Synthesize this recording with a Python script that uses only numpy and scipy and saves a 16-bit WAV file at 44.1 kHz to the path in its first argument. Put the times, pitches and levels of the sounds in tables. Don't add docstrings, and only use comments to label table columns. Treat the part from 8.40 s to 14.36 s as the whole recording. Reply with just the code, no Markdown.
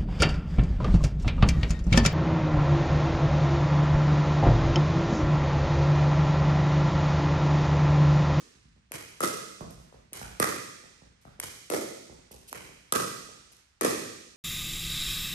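import sys
import numpy as np
from scipy import signal
from scipy.fft import rfft, irfft
from scipy.io import wavfile
from scipy.ndimage import uniform_filter1d

SR = 44100
rng = np.random.default_rng(int(sys.argv[2]) if len(sys.argv) > 2 else 0)


def pcm_store(signal):
    levels = np.round(np.clip(np.atleast_2d(signal), -1, 1) * 32767)
    wavfile.write(sys.argv[1], SR, levels.astype(np.int16).T)


N = 262836

LEFT, RIGHT = -0.59, 0.69
PORT_LAG_S = 13 / 44100
STEP_ECHO_MS, STEP_ECHO_DB = 15, 18
SCUFF_HALL_DB = -17.5
# (time [s], level in the hall [dB], shell rings over the crack [dB],
#  gain straight to the phone of middle ring [dB], upper ring [dB] and crack [dB],
#  wall echo delay [ms], wall echo level [dB], side [-1 left .. 1 right])
BOUNCES = [(0.519, -42.5, -2, 13, 14.5, 22.5, 30, 2, -0.62), (1.7316, -43, -5.5, -3, -5, 26, 16, 15, -0.19),
           (2.9996, -39.5, -6.5, 12, 21.5, 27, 34.5, 25, -0.18),
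           (4.128, -46.5, 0.5, 22, 15, 27, 28.5, 16.5, 0.46)]
# (frequency [Hz], level [dB])
CONTACT_COLOUR = [(300, -71.5), (1500, -32), (2500, -2), (4000, -5.5), (6000, -2.5), (7500, -4.5),
                  (9000, -2), (11000, 2), (12300, -5.5), (13500, -55.5), (15000, -25.5), (16300, -46)]


def undb(db):
    return 10 ** (np.asarray(db) / 20)


def along(table, hz, axis=1):
    table = np.array(table)
    return np.interp(np.log(hz + 1), np.log(table[:, 0]), table[:, axis])


def fade(t, t60):
    return np.exp(-np.log(1000) * t / t60)


def ring(modes, contact_ms, size=4096):
    t = np.arange(size) / SR
    y = sum(undb(db) * np.sin(2 * np.pi * hz * t) * fade(t, ms / 1000) for hz, ms, db in modes)
    y = y * (1 - np.exp(-t / contact_ms * 1000)) ** 2
    band = [0.5 * modes[0][0], 1.39 * modes[-1][0]]
    y = signal.sosfilt(signal.butter(2, band, "band", fs=SR, output="sos"), y)
    return y / abs(y).max()


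def burst(shape, size=4096):
    noise = rng.standard_normal(size) * shape(np.arange(size) / SR)
    colour = undb(along(CONTACT_COLOUR, np.fft.rfftfreq(size, 1 / SR)))
    y = irfft(rfft(noise) * colour)
    y[size // 2:] = 0
    return y / abs(y).max()


def pair(one, other):
    # (frequency [Hz], share alike [below 0 upside down],
    #  share late and upside down on the right [ratio], left minus right [dB])
    port_likeness = [(65, 1, 0.051, -1), (154, 0.74, 0, -1), (333, 0.57, 0.066, -1), (530, -0.49, 0, -3.5),
                     (870, -0.43, 0.035, -1.5), (1490, -0.016, 0.064, -3.5), (3040, -0.13, 0.23, -2.5),
                     (4350, 0.12, 0.0025, -5.5), (7170, 0.13, 0, -7.5), (8500, 0.16, 0.75, 0.5),
                     (13100, -0.33, 1, 0)]
    hz = np.linspace(0, SR / 2, len(one))
    alike, late = (np.clip(along(port_likeness, hz, axis=k), -.99, .99) for k in (1, 2))
    tie = alike - late * np.exp(-2j * np.pi * hz * PORT_LAG_S)
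    right = tie * one + np.sqrt(np.clip(1 - abs(tie) ** 2, 0, 1)) * other
    tilt = undb(along(port_likeness, hz, axis=3) / 2)
    return np.array([one * tilt, right / tilt])


def ports(hz, side):
    side_lag_ms, side_db, split_hz = 0.56, 11.5, 6000
    louder = undb(side_db * side / 2 * hz / (hz + 250))
    sooner = np.exp(1j * np.pi * hz * side * side_lag_ms / 1000)
    lean = louder * sooner
    low = 1 / (1 + (hz / split_hz) ** 6)
    treble = np.array([np.ones(len(hz)), -np.exp(-2j * np.pi * hz * PORT_LAG_S)])
    return low * np.array([1 / lean, lean]) + (1 - low) * treble


def hall(echo_ms, echo_db, side, size):
    # (frequency [Hz], decay by 60 dB [s])
    band_decay = [(60, 0.78), (125, 1.01), (250, 0.88), (500, 0.77), (1000, 0.68), (2000, 0.98),
                  (4000, 1.34), (7000, 1.206), (11000, 0.71)]
    early_db, patchy_db, top_hz = -14, 5, 12500
    roof_ms, roof_db = 12.3, 15
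    curtain_hz = 9000
    t, hz = np.arange(size) / SR, np.fft.rfftfreq(size, 1 / SR)
    white = pair(*rfft(rng.standard_normal((2, size)))) / np.sqrt(1 + (hz / top_hz) ** 60)

    centres = np.log(np.array(band_decay)[:, 0])
    place = np.interp(np.log(hz + 1), centres, np.arange(len(band_decay)))
    tail = 0
    for k, (_, t60) in enumerate(band_decay):
        tail = tail + irfft(white * np.clip(1 - abs(place - k), 0, 1)) * fade(t, t60)
    before_wall = np.clip(1 - t / echo_ms * 1000, 0, 1)
    tail = tail * np.clip(t / 0.002, 0, 1) * undb(early_db * before_wall)

    clumps = uniform_filter1d(np.repeat(rng.standard_normal(size // 128), 128), size=96)
    tail = tail * undb(patchy_db * clumps * np.exp(-t / 0.086))

    hz = np.fft.rfftfreq(2 * size, 1 / SR)
    mirrors = ((roof_ms, roof_db), (echo_ms, echo_db))
    echoes = sum(undb(db) * np.exp(-2j * np.pi * hz * ms / 1000) for ms, db in mirrors)
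    return rfft(tail, 2 * size) + echoes * ports(hz, side) / np.sqrt(1 + (hz / curtain_hz) ** 2)


def add(out, s, parts, near_db, far_db, side, response):
    straight_bright_hz = 5900
    size = 2 * (response.shape[1] - 1)
    spectra = rfft(parts, size)
    hz = np.fft.rfftfreq(size, 1 / SR)
    contact_size = np.linalg.norm(spectra[-1])
    spectra[-1] *= hz / np.hypot(hz, straight_bright_hz)
    near = undb(near_db) @ spectra * ports(hz, side)

    even = undb(along(CONTACT_COLOUR, hz)) * np.exp(-2j * np.pi * hz * .0015)
    spectra[-1] = even * contact_size / np.linalg.norm(even)
    far = undb(far_db) / np.sqrt(np.sum(parts ** 2, axis=1)) @ spectra

    sound = irfft(near + far * response)[:, :size - 4096]
    at = int(round(s * SR))
    lo, hi = max(at, 0), min(at + sound.shape[1], N)
    out[:, lo:hi] += sound[:, lo - at:hi - at]
    return out


def rumble():
    # (frequency [Hz], relative level per Hz [dB])
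    air_colour = [(25, 2), (65, -3), (150, -17.5), (300, -27), (700, -20), (2000, -18), (6000, -27.5),
                  (10000, -36.5), (13000, -76)]
    level_db, sway_db = -61, 1
    hz = np.fft.rfftfreq(N, 1 / SR)
    noise = pair(*rfft(rng.standard_normal((2, N))))
    air = irfft(noise * undb(along(air_colour, hz)), N)
    k = int(SR / 6)
    sway = uniform_filter1d(np.repeat(rng.standard_normal(N // k + 1), k), k)[:N]
    return air / air.std() * undb(level_db + sway_db * sway)


def scuff(slide_ms):
    def drag(t):
        return (1 - np.exp(-t / 0.0046)) * fade(np.clip(t - slide_ms / 1000, 0, 1), 0.026)
    return burst(drag)


def scuffs():
    # (time [s], straight level [dB], length of the slide [ms], player [side])
    slides = [(1.303, -42.5, 5.1, RIGHT), (1.399, -53, 4.7, RIGHT), (1.814, -39, 3, RIGHT),
              (2.81, -51.5, 6, LEFT), (2.854, -74, 4, LEFT), (3.913, -37.5, 5.1, RIGHT),
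              (4.075, -35, 22, RIGHT), (4.291, -61, 5, RIGHT), (4.89, -60, 5, RIGHT),
              (5.116, -45, 12, LEFT)]
    out = np.zeros((2, N))
    for s, db, slide_ms, side in slides:
        response = hall(STEP_ECHO_MS, STEP_ECHO_DB, side, size=32768)
        add(out, s, scuff(slide_ms)[None], [db], [db + SCUFF_HALL_DB], side, response)
    return out


def shoes():
    # (time [s], straight thud level [dB], straight slap level [dB],
    #  lower slap mode [Hz], player [side])
    footfalls = [(0.152, -53.5, -78, 550, RIGHT), (0.251, -46.5, -64, 1140, RIGHT),
                 (0.362, -55.5, -58, 527, RIGHT), (1.208, -31, -29, 640, RIGHT),
                 (1.399, -58.5, -47.5, 620, RIGHT), (1.525, -57.5, -42, 580, LEFT),
                 (1.544, -48, -47, 553, LEFT), (1.814, -37, -30, 830, RIGHT),
                 (1.83, -45, -34.5, 1480, RIGHT), (2.439, -50.5, -45, 564, RIGHT),
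                 (2.619, -47.5, -46.5, 540, RIGHT), (2.852, -43, -39.5, 760, LEFT),
                 (3.697, -44.5, -38.5, 490, RIGHT), (3.91, -49, -40.5, 500, RIGHT),
                 (3.943, -47.5, -42.5, 480, RIGHT), (4.291, -49, -43.5, 516, RIGHT),
                 (4.89, -56.5, -42.5, 553, RIGHT), (4.921, -52, -57, 536, RIGHT),
                 (5.116, -65.5, -56, 574, LEFT)]
    thud_hall_db, slap_hall_db = -7.5, -16
    out = np.zeros((2, N))
    thud = ring([(60, 112, 7.0), (166.8, 14.9, 18.4)], 0.28)
    for s, thud_db, slap_db, slap_hz, side in footfalls:
        slap = ring([(slap_hz, 8, 0), (1.62 * slap_hz, 6, -3)], 0.11)
        parts = np.array([thud, slap, scuff(0)])
        near = np.array([thud_db, slap_db, slap_db - 19.5])
        far = near + [thud_hall_db, slap_hall_db, SCUFF_HALL_DB]
        add(out, s, parts, near, far, side, hall(STEP_ECHO_MS, STEP_ECHO_DB, side, size=32768))
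    return out


def slab():
    lead_s, level_db = 0.008, -41
    out, knock = np.zeros(N), ring([(306, 13, 6), (510, 10.0, 5.5)], 0.71)
    for s, *_ in BOUNCES:
        at = int((s - lead_s) * SR)
        out[at:at + len(knock)] += knock * undb(level_db)
    return out


def blow(s, rings, near_db, far_db, echo_ms, echo_db, side, rattle_db, rattle_t60):
    def contact(t):
        crack = t / .0003 * np.exp(1 - t / .0003)
        rattle = undb(rattle_db) * np.clip(t / 0.0026, 0, 1) * fade(t, rattle_t60)
        return crack + rattle
    parts = np.array(rings + [burst(contact)])
    response = hall(echo_ms, echo_db, side, size=65536)
    return add(np.zeros((2, N)), s, parts, near_db, far_db, side, response)


def bounces():
    # (frequency [Hz], decay by 60 dB [ms], level within the ring [dB])
    shell_modes = [
        [(111, 7.7, 0.017), (204, 15, 0)],
        [(423, 4.3, 0)],
        [(1038, 5.5, -4), (1372, 4.2, -6)],
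        [(2400, 4.06, 9), (2850, 6.1, -18.5)],
    ]
    hall_blend_db = np.array((-1.1, 0.35, -0.2, -0.088))
    under_middle_db = np.array((-28, -16))
    out, rings = 0, [ring(modes, 0.16) for modes in shell_modes]
    for s, db, ring_db, middle_db, upper_db, crack_db, echo_ms, echo_db, side in BOUNCES:
        far = db + np.append(ring_db + hall_blend_db, 0)
        near = far + [*(middle_db + under_middle_db), middle_db, upper_db, crack_db]
        out = out + blow(s, rings, near, far, echo_ms, echo_db, side, rattle_db=-7.5, rattle_t60=0.022)
    return out


def paddles():
    # (time [s], level in the hall [dB], off centre: low ring up and middle ring down [dB],
    #  upper ring [dB], face to the phone: low ring gain [dB] and crack gain [dB] over the hall level,
    #  wall echo delay [ms], wall echo level [dB], side [-1 left .. 1 right],
    #  pitch of the rings [ratio], length of the rings [ratio])
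    hits = [(-0.33, -37.5, 2, -8.5, 0, 0, 33, 22, -.8, 0.94, 0.8),
            (0.8049, -31.5, -0.5, -10, 1.5, 16.5, 31.15, 23.5, -0.33, 1.053, 1.12),
            (1.9995, -31, -1.5, -3.5, 14.5, 24.5, 25.7, 24, 0.72, 1.017, 0.72),
            (3.3007, -34.5, 5.5, -8.5, 3, 21, 35.46, 24.2, -0.63, 1.075, 0.59),
            (4.5231, -30, -2, -12, 4, 24, 30.15, 22.5, 0.48, 1.02, 1.12),
            (5.4104, -29, 2.5, -5.5, -1, 16, 37.7, 22, -0.64, 0.99, 0.71)]
    # (frequency [Hz], decay by 60 dB [ms], level within the ring [dB])
    paddle_modes = [
        [(128, 83, -24.5), (176.3, 25.6, 1)],
        [(347, 41, -10.5), (448, 15.7, 9.5), (533, 14.5, 1.5), (750, 30, -17)],
        [(1115, 9, -7), (1210, 18.2, 2.5), (1545, 56, -17)],
        [(1957, 12.7, 22), (2260, 8.7, 18.5), (2670, 2.2, -8), (3044, 14, -15)],
    ]
    thump_hall_db, low_hall_db, middle_hall_db = -9, 2.5, 1.5
    thump_db, middle_db, top_db = 0, 7, 8
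    out = 0
    for s, db, off_db, upper_db, low_db, crack_db, echo_ms, echo_db, side, pitch, length in hits:
        rings = []
        for modes in paddle_modes:
            tuned = [(hz * pitch, ms * length, g) for hz, ms, g in modes]
            rings.append(ring(tuned, 0.67))
        far = db + np.array([thump_hall_db, low_hall_db + off_db, middle_hall_db - off_db, upper_db, 0])
        near = far + [low_db + thump_db, low_db, middle_db, top_db, crack_db]
        out = out + blow(s, rings, near, far, echo_ms, echo_db, side, rattle_db=-1.5, rattle_t60=0.019)
    return out


def scene():
    return rumble() + scuffs() + shoes() + slab() + bounces() + paddles()


def record(dry):
    low_cut_hz, top_hz, bass_hz = 68.2, 16200, 250
    quiet_db, slope = -60, 1.0
    late_cycles = 0.61
    x = signal.sosfilt(signal.butter(2, low_cut_hz, "high", fs=SR, output="sos"), dry)
    hz = np.clip(np.fft.rfftfreq(N, 1 / SR), 40, 5000)
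    x = irfft(rfft(x) * np.exp(-2j * np.pi * late_cycles * np.log(hz)), N)
    bass = signal.sosfiltfilt(signal.butter(2, bass_hz, fs=SR, output="sos"), x)
    upper = x - bass
    power = signal.lfilter([.002], [1, -.998], np.mean(upper ** 2, axis=0)) + 1e-12
    power = np.append(power[100:], power[-100:])
    x = bass + upper * np.clip(power / undb(2 * quiet_db), 0, 1) ** (slope / 2)
    return signal.sosfilt(signal.ellip(8, .2, 80, top_hz, fs=SR, output="sos"), x)


dry = scene()
out = record(dry)
pcm_store(out)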